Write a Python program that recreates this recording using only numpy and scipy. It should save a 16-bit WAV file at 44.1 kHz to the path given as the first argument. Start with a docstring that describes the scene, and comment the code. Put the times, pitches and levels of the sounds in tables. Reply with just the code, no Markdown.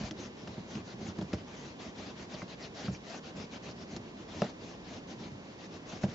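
"""Inside a parked car, hands work a padded heating element under the fabric cover of a seat.
From the start, short shoves drag cloth over foam with a swish and a dull rumble. Early on the seat is
bumped often: the cushion thuds, its plastic trim clacks and small parts tick. Between about 1 and 3 s,
fingers zip over the weave now and then. The hardest knock comes at 4.4 s and another strong one at 6 s,
just before the end. A steady low rush and hiss fill the cabin throughout."""
import sys
import numpy as np
from scipy import signal
from scipy.fft import rfft, irfft, next_fast_len
from scipy.io import wavfile

SR = 44100
rng = np.random.default_rng(int(sys.argv[2]) if len(sys.argv) > 2 else 0)


def digitize_waveform(pressure):
    """Quantize a signal to 16-bit integers and store it at the path in sys.argv[1].

    Rows of a 2-D input are taken as channels; values are limited to [-1, 1].
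    """
    field = np.atleast_2d(pressure).T
    bounded = np.clip(field, -1, 1)
    quanta = np.round(bounded * 32767).astype(np.int16)
    wavfile.write(sys.argv[1], SR, quanta)


N = 270774
TIME = np.arange(N) / SR

# Levels are relative: the functions add their own gains. t60 is the time a sound takes to fade by 60 dB.
# shoves of the pad: start/s, end/s, fastest point/share of the shove, swish/dB, rumble/dB
SHOVES = [(-0.05, 0.106, 0.58, -48.5, -44), (0.159, 0.292, 0.54, -50.5, -45),
          (0.351, 0.476, 0.49, -57.5, -54), (0.453, 0.676, 0.14, -57.5, -51),
          (0.663, 0.824, 0.48, -53, -46.5), (0.84, 0.949, 0.74, -54.5, -55), (0.975, 1.135, 0.59, -53, -44),
          (1.145, 1.27, 0.37, -59, -45), (1.26, 1.434, 0.56, -57, -48.5), (1.46, 1.617, 0.5, -56, -57),
          (1.556, 1.747, 0.55, -55.5, -49), (1.783, 1.919, .3, -51.5, -49.5),
          (1.942, 2.141, 0.56, -51, -47), (2.151, 2.265, 0.59, -52.5, -47.5),
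          (2.283, 2.467, 0.25, -52.5, -57), (2.467, 2.554, 0.64, -52.5, -56.5),
          (2.576, 2.685, 0.76, -52, -50.5), (2.734, 2.911, 0.56, -48, -48.5),
          (2.902, 2.984, 0.35, -57.5, -46.5), (3.029, 3.199, 0.75, -49.5, -50.5),
          (3.228, 3.32, 0.45, -52.5, -52), (3.349, 3.466, 0.46, -50, -45.5),
          (3.504, 3.586, 0.61, -50.5, -49.5), (3.618, 3.733, 0.59, -51, -46), (3.75, 3.853, 0.73, -56, -48),
          (3.869, 3.978, 0.62, -54.5, -46), (4.01, 4.112, 0.75, -60.5, -61), (4.16, 4.245, 0.44, -57, -50),
          (4.277, 4.39, 0.46, -52, -50), (4.34, 4.53, 0.46, -51, -46.5), (4.585, 4.785, 0.46, -56.5, -48),
          (4.83, 5.007, 0.67, -53, -50.5), (5.067, 5.153, 0.53, -55, -49.5), (5.177, 5.3, 0.41, -54.5, -47),
          (5.397, 5.554, 0.8, -63.5, -52), (5.568, 5.676, 0.72, -56, -55.5), (5.704, 5.786, 0.55, -54, -50),
          (5.849, 6.009, 0.57, -51, -52), (6.001, 6.064, 0.55, -53.5, -56),
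          (6.066, 6.187, 0.39, -53.5, -59)]
# tone of the sliding cloth: f/Hz, level/dB
CLOTH_SPECTRUM = [(250, -14.5), (450, 3), (650, 9), (900, 3.5), (1300, 1), (2000, 0), (2800, -1),
                  (3300, -2), (4300, -2.5), (5300, -5), (6500, -7), (7600, -21.5)]
# tone of the foam and frame rumbling under the hands: f/Hz, level/dB
FOAM_SPECTRUM = [(32, -32.5), (50, -14.5), (90, 1.5), (140, -4), (200, 3.5), (280, 0.5), (400, -4.5),
                 (700, -16)]
# bumps against the seat: t/s, thud f/Hz, thud/dB, trim clack/dB, cloth snap/dB, deep boom/dB,
# hardness of the contact/(dB per octave), ring time/multiple of the usual
SEAT_BUMPS = [(0.007, 211, -36.5, -69, -63, -38, -6.5, 1.0), (0.034, 78.5, -42, -59, -50, -35.5, -5, 1.0),
              (0.1092, 180, -45, -49, -43.5, -51, 12, 0.9), (0.225, 198, -47.5, -57, -62, -48, -4, 1.0),
              (0.43, 193, -46.5, -58, -67, -50, -1, .8), (0.473, 191, -44, -42, -48.5, -40.5, -3, 1.0),
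              (0.575, 201, -39.5, -48, -70, -38, -3, .8), (0.751, 209, -40, -50, -47, -36.5, -8.5, 1.3),
              (0.938, 191, -43, -62, -78, -59, -4, 1.2), (1.01, 209, -40.5, -62, -60, -48.5, -2, 1.4),
              (1.081, 184, -40.5, -64, -50.5, -51, 1, 1.0), (1.185, 187, -34.5, -40, -48, -33.5, 2.5, .85),
              (1.212, 184, -40, -40, -52, -43, 8, .8), (1.2225, 187, -43, -51, -53, -48, 1, .8),
              (1.3305, 180, -36, -48, -46, -32.5, 6.5, 1.15), (1.3323, 235, -42, -33, -54, -46, 5, .55),
              (1.341, 236, -48, -52, -51, -52.5, 7, .8), (2.341, 196, -42.5, -43.5, -48, -50, -5, .8),
              (2.423, 183, -41.5, -40.5, -51, -37.5, 4, .6), (2.841, 222, -42.5, -60, -66, -47, -2, 1.2),
              (2.881, 190.7, -32.5, -45, -65, -33.5, -13, 1.0), (2.889, 140, -39, -60, -68, -42, -7, .8),
              (3.686, 178, -44.5, -45, -58, -52, 4, 1.0), (3.963, 194.4, -41.5, -49, -41.5, -39.5, 3, 1.0),
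              (4.4192, 197, -25, -21, -44, -43, -2, .42), (4.436, 201, -48, -33, -58, -50, 1, .55),
              (4.443, 186, -36, -36, -46, -42, -1, .45), (5.315, 137, -51, -63, -60, -43, -8, 1.4),
              (5.931, 188, -44, -50, -59, -41.5, -4, .7), (6.0341, 198, -27, -41, -46, -28, -5, 1.1),
              (6.036, 116, -40, -29.5, -56, -41, 4, .6), (6.062, 200, -41, -45.5, -62, -40, 0, .7)]
# ringing tones of the cushion on its frame: f/multiple of the thud pitch, level/dB, usual t60/s
CUSHION_TONES = [(.47, -26.5, 0.15), (.65, -8, 0.15), (1.0, 3, 0.13), (1.22, -10, 0.22), (1.76, -2, 0.096)]
# ringing tones of the plastic trim: f/Hz, level/dB, usual t60/s
TRIM_TONES = [(458, -5.5, 0.05), (523, -3, 0.059), (604.7, 1.5, 0.081), (670, -6, 0.054), (790, -5, 0.059),
              (910, -5.5, 0.041), (1110, -7, 0.03), (1345, -7.5, 0.031), (1590, -10.5, 0.039),
              (1800, -9, 0.02)]
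# tone of a bump's cloth snap, cabin boom and trim rattle: f/Hz, level/dB
SNAP_SPECTRUM = [(1000, 2), (2500, 0), (3600, -2), (5300, 0), (7600, -8)]
BOOM_SPECTRUM = [(38, -16), (60, -2.0), (90, 9.5), (125, 5.0), (200, 0.0), (400, -10.0)]
RATTLE_SPECTRUM = [(300, -2.5), (600, 6.0), (900, -8.5), (1800, -17.5)]
# light ticks of hard plastic parts: t/s, f/Hz, level/dB, t60/s
PLASTIC_TICKS = [(0.1106, 3360, -31.5, 0.0029), (0.477, 2860, -42, 0.008), (0.755, 2760, -45, 0.02),
                 (1.068, 2250, -43.5, .03), (1.212, 3360, -43, 0.02), (1.331, 2110, -32, 0.004),
                 (1.3313, 5400, -42, 0.006), (1.336, 2600, -35, 0.0075), (2.4178, 2070, -41, 0.045),
                 (2.4203, 1170, -32, 0.0071), (2.882, 1310, -35, 0.012), (2.949, 2390, -44.5, 0.042),
                 (4.4197, 2790, -34.5, .012), (4.419, 5150, -34.5, 0.011), (4.4199, 1310, -28.5, 0.018),
                 (4.42, 1720, -34, .012), (6.0345, 1720, -34.5, 0.012), (6.039, 1800, -38, 0.01),
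                 (6.0995, 3300, -46, .007)]
# fingers zipping over the ribs of the weave: start/s, end/s, middle f/Hz, level/dB
FINGER_ZIPS = [(0.878, 0.948, 3980, -56.5), (1.043, 1.12, 6460, -57), (1.797, 1.887, 6700, -64),
               (2.328, 2.37, 4440, -53), (2.606, 2.673, 4450, -51), (2.904, 2.98, 6080, -56.5)]
# how alike the seat sounds on the left and right: f/Hz, likeness (0 = unrelated, 1 = the same)
SEAT_LIKENESS = [(60, 0.99), (200, 1), (360, 0.94), (660, 0.98), (1200, 0.42), (2200, 0.51), (4000, 0.48),
                 (7200, 0.78)]
# tone of the cabin background: f/Hz, level/dB
RUSH_SPECTRUM = [(28, -28), (45, -11), (90, -11), (190, -1), (290, -4.5), (450, -7.5), (620, -11.5),
                 (1080, -15), (1300, -21.5), (2100, -20), (3200, -23.5), (4400, -27), (6000, -28.5),
                 (7600, -35)]
# how alike the background sounds on the left and right: f/Hz, likeness
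RUSH_LIKENESS = [(60, 0.89), (200, 0.97), (400, 0.86), (800, 0.043), (2000, 0.94), (4000, 0.28),
                 (7200, 0.15)]


def hand_motion(fullness=0.68, usual_db=-52, usual_tilt=1.3, tilt_per_db=0.05):
    """Each shove speeds up and stops again; a harder one sounds brighter."""
    swish_power, weighted_tilt, rumble_power = np.zeros((3, N))
    for start, end, fastest, swish_db, rumble_db in SHOVES:
        peak_s = start + np.clip(fastest, .05, .95) * (end - start)
        speed = np.sin(np.pi / 2 * np.interp(TIME, [start, peak_s, end], [0, 1, 0])) ** fullness
        power = (speed * from_db(swish_db)) ** 2
        swish_power += power
        weighted_tilt += power * (usual_tilt + tilt_per_db * (swish_db - usual_db))
        rumble_power += (speed * from_db(rumble_db)) ** 2
    brightness = weighted_tilt / (swish_power + 1e-12)   # dB per octave
    return np.sqrt(swish_power), brightness, np.sqrt(rumble_power)


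def cloth_swish(strength, brightness, gain_db=3.0, catch_db=0.88, folds_db=2.5, pivot_hz=3200):
    """Fibres slip; the weave catches and frees, folds shift the tone, and taut cloth sounds brighter."""
    centres, bands = fibre_slips(CLOTH_SPECTRUM, SEAT_LIKENESS)
    swish = 0
    for hz, fibres in zip(centres, bands):
        octaves = np.clip(np.log2(hz / pivot_hz), -1, 1)
        swish += fibres * from_db(brightness * octaves + folds_db * drift(per_s=28))
    catching = from_db(gain_db + catch_db * drift(per_s=70))
    return swish * strength * catching * pan(left_db=3.0)


def fibre_slips(spectrum, likeness, grain_db=0.5, count=24):
    """Many tiny, uneven slips blend into noise, split here into narrow bands from low to high."""
    edges = np.geomspace(spectrum[0][0], spectrum[-1][0], count + 1)
    centres = np.sqrt(edges[:-1] * edges[1:])
    sizes = np.clip(rng.standard_normal(N), -2, 2)[np.arange(N) // 32]   # each lasts 32 samples
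    slips = rng.standard_normal((2, 2, N)) * from_db(grain_db * sizes)
    bands = []
    for k, hz in enumerate(centres):
        mid, side = band(slips[k % 2], edges[k], edges[k + 1])   # neighbours use different noise
        bands.append(from_db(at_hz(spectrum, hz)) * stereo(mid, side, at_hz(likeness, hz)))
    return centres, np.array(bands) / np.std(sum(bands))


def foam_rumble(strength, lumpy_db=2.0):
    """The drag shakes the cushion in uneven lumps."""
    return steady_noise(FOAM_SPECTRUM, SEAT_LIKENESS) * strength * from_db(lumpy_db * drift(per_s=25))


def seat_bumps(thud_gain_db=5.0, clack_gain_db=0.5, rattle_gain_db=1.5):
    """A bump snaps the cloth, rings the trim and, more slowly, the cushion; the cabin booms briefly."""
    out = np.zeros((2, N))
    snap = steady_noise(SNAP_SPECTRUM, SEAT_LIKENESS) * pan(left_db=2.3)
    boom = steady_noise(BOOM_SPECTRUM, SEAT_LIKENESS)
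    rattle = steady_noise(RATTLE_SPECTRUM, SEAT_LIKENESS)
    for start, thud_hz, thud_db, clack_db, snap_db, boom_db, hardness, ring_time in SEAT_BUMPS:
        span, age = after(start)
        loose = max(ring_time, .3)   # smaller when a hand on the seat cuts the ringing short
        cushion = 0
        for k, (ratio, db, t60) in enumerate(CUSHION_TONES):
            gain = (-1) ** k * from_db(db + hardness * np.log2(ratio))   # every other tone is flipped
            cushion += gain * ring(age, thud_hz * ratio, t60 * loose)
        # the trim's tones start together, giving a hollow clack
        trim = sum(from_db(db) * ring(age, hz, t60 * loose) for hz, db, t60 in TRIM_TONES)
        snap_shape = from_db(4.0) * burst(age, rise_s=.0009, t60=.018)   # sharp crack
        snap_shape += from_db(2.5) * burst(age, rise_s=0.005, t60=0.052 * loose)   # softer tail
        rattle_shape = burst(age, rise_s=0.0019, t60=0.093 * loose)
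        out[:, span] += from_db(thud_db + thud_gain_db) * cushion * swell(age, rise_s=0.0036 * loose)
        out[:, span] += from_db(clack_db + clack_gain_db) * trim * swell(age, rise_s=0.0016)
        out[:, span] += from_db(snap_db) * snap[:, span] * snap_shape
        out[:, span] += from_db(boom_db) * boom[:, span] * burst(age, rise_s=0.018, t60=0.2 * loose)
        out[:, span] += from_db(clack_db + rattle_gain_db) * rattle[:, span] * rattle_shape
    return out


def plastic_ticks(upper_db=-7):
    """A small part rings briefly with a main tone and a weaker, shorter one just above it."""
    out = np.zeros(N)
    for start, hz, db, t60 in PLASTIC_TICKS:
        span, age = after(start)
        upper = from_db(upper_db) * ring(age, hz * 1.1, t60 / 2)
        out[span] += from_db(db) * (ring(age, hz, t60) + upper)
    return out * pan(left_db=2.3)


def finger_zips(width_hz=950, fall_octaves=0.9):
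    """A finger crossing the weave gives a narrow band of noise whose pitch falls as it slows."""
    out = np.zeros(N)
    blur = drift(2 * width_hz) + 1j * drift(2 * width_hz)   # smears a pure tone into noise
    for start, end, middle_hz, db in FINGER_ZIPS:
        progress = np.interp(TIME, [start, end], [0, 1])
        hz = middle_hz * 2 ** (fall_octaves * (.5 - progress))
        phase = 2 * np.pi * np.cumsum(hz) / SR
        out += from_db(db) * np.sin(np.pi * progress) * np.real(blur * np.exp(1j * phase))
    return out * pan(left_db=0.89)


def cabin_rush(gain_db=-48.0, lag_s=0.00018):
    """A steady rush and hiss come from the right, so they reach the left side a moment later."""
    left, right = steady_noise(RUSH_SPECTRUM, RUSH_LIKENESS)
    late_left = np.interp(TIME - lag_s, TIME, left)
    return from_db(gain_db) * np.array([late_left, right])


def steady_noise(spectrum, likeness):
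    """Stereo noise with the tone of a table, falling away steeply beyond the table's ends."""
    size = next_fast_len(N, True)
    hz = np.maximum(np.fft.rfftfreq(size, 1 / SR), 1)
    low_cut = 1 + (spectrum[0][0] / hz) ** 8
    high_cut = 1 + (hz / spectrum[-1][0]) ** 16
    mid, side = rfft(rng.standard_normal((2, size)))
    noise = stereo(mid, side, at_hz(likeness, hz))
    shaped = noise * from_db(at_hz(spectrum, hz)) / np.sqrt(low_cut * high_cut)
    return rms_one(irfft(shaped, size)[:, :N])


def ring(age, hz, t60):
    """The fading tone of something struck."""
    return np.sin(2 * np.pi * hz * age) * from_db(-60 * age / t60)


def swell(age, rise_s):
    """A smooth rise from 0 towards 1."""
    return 1 - np.exp(-age / rise_s)


def burst(age, rise_s, t60):
    """A loudness curve that swells quickly and dies away."""
    return swell(age, rise_s) * from_db(-60 * age / t60)


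def after(start):
    """The half second after a moment: its samples and their age in seconds."""
    span = slice(max(round(start * SR), 0), round((start + .5) * SR))
    return span, TIME[span] - TIME[span][0]


def drift(per_s):
    """A random wander with a typical size of 1."""
    points = rng.standard_normal(20000)
    return rms_one(np.interp(TIME * per_s, np.arange(len(points)), points))


def band(x, low_hz, high_hz):
    """Let through mainly the sound between two frequencies."""
    return signal.sosfilt(signal.butter(2, [low_hz, high_hz], "band", fs=SR, output="sos"), x + 1e-18)


def stereo(mid, side, alike):
    """Mix two unrelated noises into left and right channels with a given likeness."""
    alike = np.clip(alike, -1, 1)
    return np.sqrt((1 + alike) / 2) * mid + np.sqrt((1 - alike) / 2) * side * [[1], [-1]]


def pan(left_db):
    """Two gains that put the left channel left_db above the right."""
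    return from_db(np.array([[left_db], [-left_db]]) / 2)


def at_hz(table, hz):
    """Read between a table's rows, with octaves evenly spaced."""
    row_hz, values = np.array(table).T
    return np.interp(np.log(hz), np.log(row_hz), values)


def rms_one(x):
    """Scale a signal so its typical size (rms) is 1."""
    return x / np.sqrt(np.mean(x ** 2) + 1e-20)


def from_db(db):
    """Turn decibels into a gain."""
    return 10 ** (np.asarray(db) / 20)


def scene():
    """Rubbing, ticks and bumps over the steady cabin background."""
    swish_strength, brightness, rumble_strength = hand_motion()
    cabin = cabin_rush()
    bright_sounds = cloth_swish(swish_strength, brightness) + finger_zips() + plastic_ticks()
    deep_sounds = foam_rumble(rumble_strength) + seat_bumps() + cabin
    return bright_sounds + deep_sounds * pan(left_db=-.8)


def record(dry, cutoff_hz=7520):
    """The highest treble is cut off steeply."""
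    return signal.sosfilt(signal.ellip(10, .2, 70, cutoff_hz, fs=SR, output="sos"), dry)


dry = scene()
out = record(dry)
digitize_waveform(out)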